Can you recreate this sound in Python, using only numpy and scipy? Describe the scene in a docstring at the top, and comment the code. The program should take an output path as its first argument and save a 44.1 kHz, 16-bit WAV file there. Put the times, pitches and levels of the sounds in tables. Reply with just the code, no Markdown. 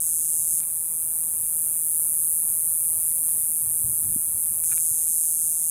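"""A cicada sings overhead, its tymbals buckling about 160 times a second in quick runs of rib clicks.
A distant one buzzes a little slower, over a faint outdoor rumble. At 0.6 s a camera lens starts to zoom:
its drive ticks, its motor whirrs, and a fixed filter against the whine clicks in and thins the song.
The near song swells until 2.4 s, then slowly tires. From 3.7 s come puffs of wind and bumps on the camera.
Around 4.6 s the near cicada eases off, the motor stops, the filter drops out and the drive ticks to rest."""
import sys
import numpy as np
from scipy import signal
from scipy.fft import rfft, irfft, next_fast_len
from scipy.io import wavfile
from scipy.ndimage import uniform_filter1d, map_coordinates

SR = 44100
rng = np.random.default_rng(int(sys.argv[2]) if len(sys.argv) > 2 else 0)


def persist_wave(psi):
    """Save psi, clipped to +-1, as 16-bit WAV."""
    counts = np.round(np.clip(psi, -1, 1) * 32767).astype(np.int16)
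    wavfile.write(sys.argv[1], SR, np.atleast_2d(counts).T)


N = 251370
T = np.arange(N) / SR


def amp(db):
    """Decibels to gain."""
    return 10 ** (np.asarray(db) / 20)

def rms(x):
    """Root mean square."""
    return np.sqrt(np.mean(x ** 2) + 1e-20)

def gain_at(spectrum, hz):
    """Gain between (freq_hz, gain_db) points, log frequency axis."""
    freq_hz, gain_db = np.transpose(spectrum)
    return amp(np.interp(np.log(hz + 1), np.log(freq_hz + 1), gain_db))

def wobble(knots_per_s):
    """Smooth random curve."""
    return map_coordinates(rng.standard_normal(int(T[-1] * knots_per_s) + 4), [T * knots_per_s])

def swell(crest_s, crest_db, drop_db_per_s2):
    """Gain with one broad crest."""
    return amp(crest_db - drop_db_per_s2 * (T - crest_s) ** 2)

def bell(centre_s, sigma_s):
    """Gaussian envelope."""
    return np.exp(-.5 * ((T - centre_s) / sigma_s) ** 2)

def filtered(x, response):
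    """x through a frequency response."""
    size = next_fast_len(N + SR // 2)
    return irfft(rfft(x, size) * response(np.fft.rfftfreq(size, 1 / SR)), size)[:N]

def noise(spectrum):
    """Coloured noise, rms 1."""
    x = filtered(rng.standard_normal(N), lambda hz: gain_at(spectrum, hz))
    return x / rms(x)

def causal_filter(x, spectrum, size=2048):
    """x through a minimum-phase filter."""
    cepstrum = irfft(np.log(gain_at(spectrum, np.fft.rfftfreq(size, 1 / SR))))
    cepstrum[1:size // 2] *= 2
    cepstrum[size // 2 + 1:] = 0
    return signal.fftconvolve(x, irfft(np.exp(rfft(cepstrum))))[:N]

def impulses(times_s, gains, order=16):
    """Windowed-sinc impulses, placed between samples."""
    position = np.ravel(times_s)[:, None] * SR
    index = np.floor(position).astype(int) + np.arange(1 - order, order + 1)
    kernel = np.sinc(index - position) * np.cos(np.pi * (index - position) / (2 * order)) ** 2
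    inside = (index >= 0) & (index < N)
    return np.bincount(index[inside], (np.ravel(gains)[:, None] * kernel)[inside], N)


# ribs of one stroke: delay_s, level_db
TYMBAL_RIBS = [(0, -2.4), (.000201, 0), (.0006, -6), (.00099, -5), (.001089, -13), (.001388, -10),
               (.001669, -12.4), (.00193, -12.3)]
# body resonance under one rib click: freq_hz, gain_db
BODY_RESONANCE = [(1500, -58), (2500, -46), (3850, -43), (4600, -49), (5800, -28.7), (6500, -13),
                  (7500, -14.5), (8800, .3), (10000, -7.6), (11200, .4), (12300, -13), (13700, -4.8),
                  (14700, -18), (15800, -25)]

def tymbal(stroke_hz):
    """Each stroke buckles the ribs in turn and rings the body; later ribs are less punctual."""
    count = int(T[-1] * stroke_hz) + 1
    strokes_s = (np.arange(count) + rng.random()) / stroke_hz
    jitter_s = 5e-5 * rng.standard_normal(count)
    drift_s = 1.6e-5 * np.cumsum(rng.standard_normal(count))
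    strokes_s += jitter_s + drift_s
    delay_s, rib_db = np.transpose(TYMBAL_RIBS)
    stretch = 1 + .007 * rng.standard_normal((count, len(delay_s)))
    stroke_db = .15 * rng.standard_normal((count, 1))
    scatter_db = (.15 + delay_s / .0025) * rng.standard_normal(stretch.shape)
    clicks = impulses(strokes_s[:, None] + delay_s * stretch, amp(rib_db + stroke_db + scatter_db))
    return causal_filter(clicks, BODY_RESONANCE)

def branch_echoes(song, t60_s, tails=8):
    """Branches scatter the song; the echoes change slowly as the leaves sway."""
    t = T[:SR // 4]
    sway = np.linspace(0, tails - 1, N)
    echoes = np.zeros(N)
    for k in range(tails):
        tail = rng.standard_normal(len(t)) * amp(-60 * t / t60_s) * (t > .002)
        crossfade = np.cos(np.pi / 2 * np.clip(sway - k, -1, 1))
        echoes += crossfade * signal.fftconvolve(song, tail / np.linalg.norm(tail))[:N]
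    return echoes

def effort(tire_per_s, start_s=.76, rise_s=1.63, relax_at_s=4.56, relax_s=.36, relax_share=.65):
    """The cicada pushes once, tires, then relaxes: 0 easy, 1 full effort."""
    rise = np.clip((T - start_s) / rise_s, 0, 1)
    tired = tire_per_s * np.maximum(T - start_s - rise_s, 0)
    relaxed = np.clip((T - relax_at_s) / relax_s, 0, 1)
    return (rise - tired) * (1 - relax_share * relaxed)

# brightening at full effort: freq_hz, gain_db
STRAIN_EQ = [(7000, -1.5), (9000, -0.5), (10200, 0), (11200, 1.54), (14000, -0.6)]

def near_cicada(stroke_hz, echo_db, easy_db=-25.5, push_db=3.5, tire_db_per_s=.57):
    """Mostly direct sound; effort makes it louder and brighter."""
    song = tymbal(stroke_hz)
    treble_rms = rms(filtered(song, lambda hz: hz > 9500))
    push = effort(tire_per_s=tire_db_per_s / push_db)
    song += push * (causal_filter(song, STRAIN_EQ) - song)
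    flicker_db = .48 * wobble(14)
    song *= amp(easy_db + push_db * push + flicker_db) / treble_rms
    return song + amp(echo_db) * branch_echoes(song, t60_s=.045)


# treble loss through leaves: freq_hz, gain_db
FOLIAGE_EQ = [(7000, 1), (9000, -3), (11000, -14.5), (14000, -8)]

def distant_cicada(stroke_hz, echo_db):
    """A song dulled by leaves and scattered by branches."""
    song = causal_filter(tymbal(stroke_hz), FOLIAGE_EQ)
    song *= swell(crest_s=2.78, crest_db=-33, drop_db_per_s2=.47) / rms(song)
    return song + amp(echo_db) * branch_echoes(song, t60_s=.079)


# outdoor rumble: freq_hz, density_db
RUMBLE_SPECTRUM = [(20, -18), (45, -3.5), (80, 0), (150, -2), (420, -12.5), (1100, -14.5), (1900, -23),
                   (4500, -25), (16000, -47)]

def outdoors(hum_hz, hum_db, restless_db=.8):
    """A slightly restless rumble and a faint wavering hum."""
    hum = amp(hum_db) * np.sin(2 * np.pi * hum_hz * T + 1.7 * wobble(10))
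    envelope = swell(crest_s=2.8, crest_db=-52.5, drop_db_per_s2=.25) * amp(restless_db * wobble(16))
    return envelope * noise(RUMBLE_SPECTRUM) + hum


# bumps on the camera: centre_s, peak_db, pitch_hz
CAMERA_BUMPS = [(.542, -38.5, 150), (3.848, -29, 80), (4.09, -34, 100), (4.163, -27, 230), (4.35, -42, 70),
                (4.52, -43, 70), (4.917, -39.5, 110)]

def camera_bumps(sigma_cycles=.46):
    """Each bump is one low push on the camera body, about a cycle long."""
    return sum(amp(peak_db) * bell(centre_s, sigma_cycles / hz) * np.cos(2 * np.pi * hz * (T - centre_s))
               for centre_s, peak_db, hz in CAMERA_BUMPS)


# ticks that ring the lens barrel: start_s, gain_db, tilt_db_per_octave; the first is the click of the knock at
# 0.542 s, the rest come from the lens drive
DRIVE_TICKS = [(.542, -50, 2), (0.633, -41, 14), (4.637, -41, 5), (4.695, -47, -3), (4.717, -35.5, -3.5),
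               (4.722, -37, -4), (4.729, -35.5, -5), (4.776, -35, 6)]
# lens barrel modes: pitch_hz, level_db, t60_s
BARREL_MODES = [(1424, -6, 0.024), (1700, -8.5, 0.022), (2340, -4.5, 0.029), (2430, -8.5, 0.015),
                (2620, -13, 0.036), (3750, -6, 0.0053)]

def lens_ticks(pivot_hz=2200, attack_s=.00011):
    """A knock on the camera at 0.542 s, then the drive ticks against the barrel as it starts and settles; each
    rings the barrel's modes."""
    t = T[:SR // 10]
    attack = 1 - np.exp(-t / attack_s)
    ticks = np.zeros(N)
    for start_s, gain_db, tilt_db_per_octave in DRIVE_TICKS:
        ring = np.zeros(len(t))
        for hz, level_db, t60_s in BARREL_MODES:
            struck_db = level_db + tilt_db_per_octave * np.log2(hz / pivot_hz) + rng.normal(0, .67)
            ring += amp(struck_db - 60 * t / t60_s) * np.sin(2 * np.pi * (hz * t + rng.random()))
        ticks[round(start_s * SR):][:len(t)] += amp(gain_db) * attack * ring
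    return ticks


def zoom_gate(start_s=.605, end_s=4.635):
    """1 while the lens motor runs, else 0; edges smoothed."""
    return uniform_filter1d(1. * ((T > start_s) & (T < end_s)), size=64)

# motor whirr: freq_hz, density_db
WHIRR_SPECTRUM = [(100, -15), (600, 9), (1400, -11), (2000, -3), (2500, 7.5), (3100, -6), (8000, -15)]

def lens_motor(level_db):
    """The motor whirrs during the zoom."""
    return amp(level_db) * zoom_gate() * noise(WHIRR_SPECTRUM)

# cut against motor whine: freq_hz, gain_db
WHINE_EQ = [(2000, 0), (3000, -5), (4400, -5), (5500, -11.5), (7000, -10), (8700, -4.5), (10000, -2.5),
            (11200, -2.8), (15000, -0.5)]

def whine_filter(sound, click_s=.605, click_db=-19):
    """A fixed filter clicks in for the zoom and thins the whole sound."""
    thinned = sound + zoom_gate() * (causal_filter(sound, WHINE_EQ) - sound)
    return thinned + impulses([click_s], [amp(click_db)])


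# puffs of wind: centre_s, level_db, sigma_s
WIND_PUFFS = [(3.676, -50.5, 0.057), (3.877, -43, 0.047), (4.102, -42, 0.049), (4.368, -50, 0.035),
              (4.505, -45.5, .018), (4.68, -52.5, 0.059)]
# wind on the microphone: freq_hz, density_db
WIND_SPECTRUM = [(20, -22), (45, -7), (70, 0), (110, 2.5), (200, -6.5), (350, -17.5), (700, -42),
                 (2000, -80)]

def wind_puffs():
    """Short puffs rumble on the microphone."""
    envelope = sum(amp(db) * bell(centre_s, sigma_s) for centre_s, db, sigma_s in WIND_PUFFS)
    return envelope * noise(WIND_SPECTRUM)


def scene():
    """Two cicadas, outdoor rumble, camera noises and wind; mono."""
    cicadas = near_cicada(stroke_hz=160.54, echo_db=-13) + distant_cicada(stroke_hz=154, echo_db=-1.5)
    background = outdoors(hum_hz=1091, hum_db=-73)
    camera = camera_bumps() + lens_ticks() + lens_motor(level_db=-64)
    return (cicadas + background + camera + wind_puffs())[None]

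def record(dry):
    """The whine filter, then a narrow treble notch and a band limit."""
    notch_hz, half_width_hz, depth, top_hz = 12400, 90, .92, 15850
    notch = lambda hz: 1 - depth / (1 + 1j * (hz - notch_hz) / half_width_hz)
    return filtered(whine_filter(dry[0]), lambda hz: notch(hz) * (hz < top_hz))[None]


dry = scene()
out = record(dry)
persist_wave(out)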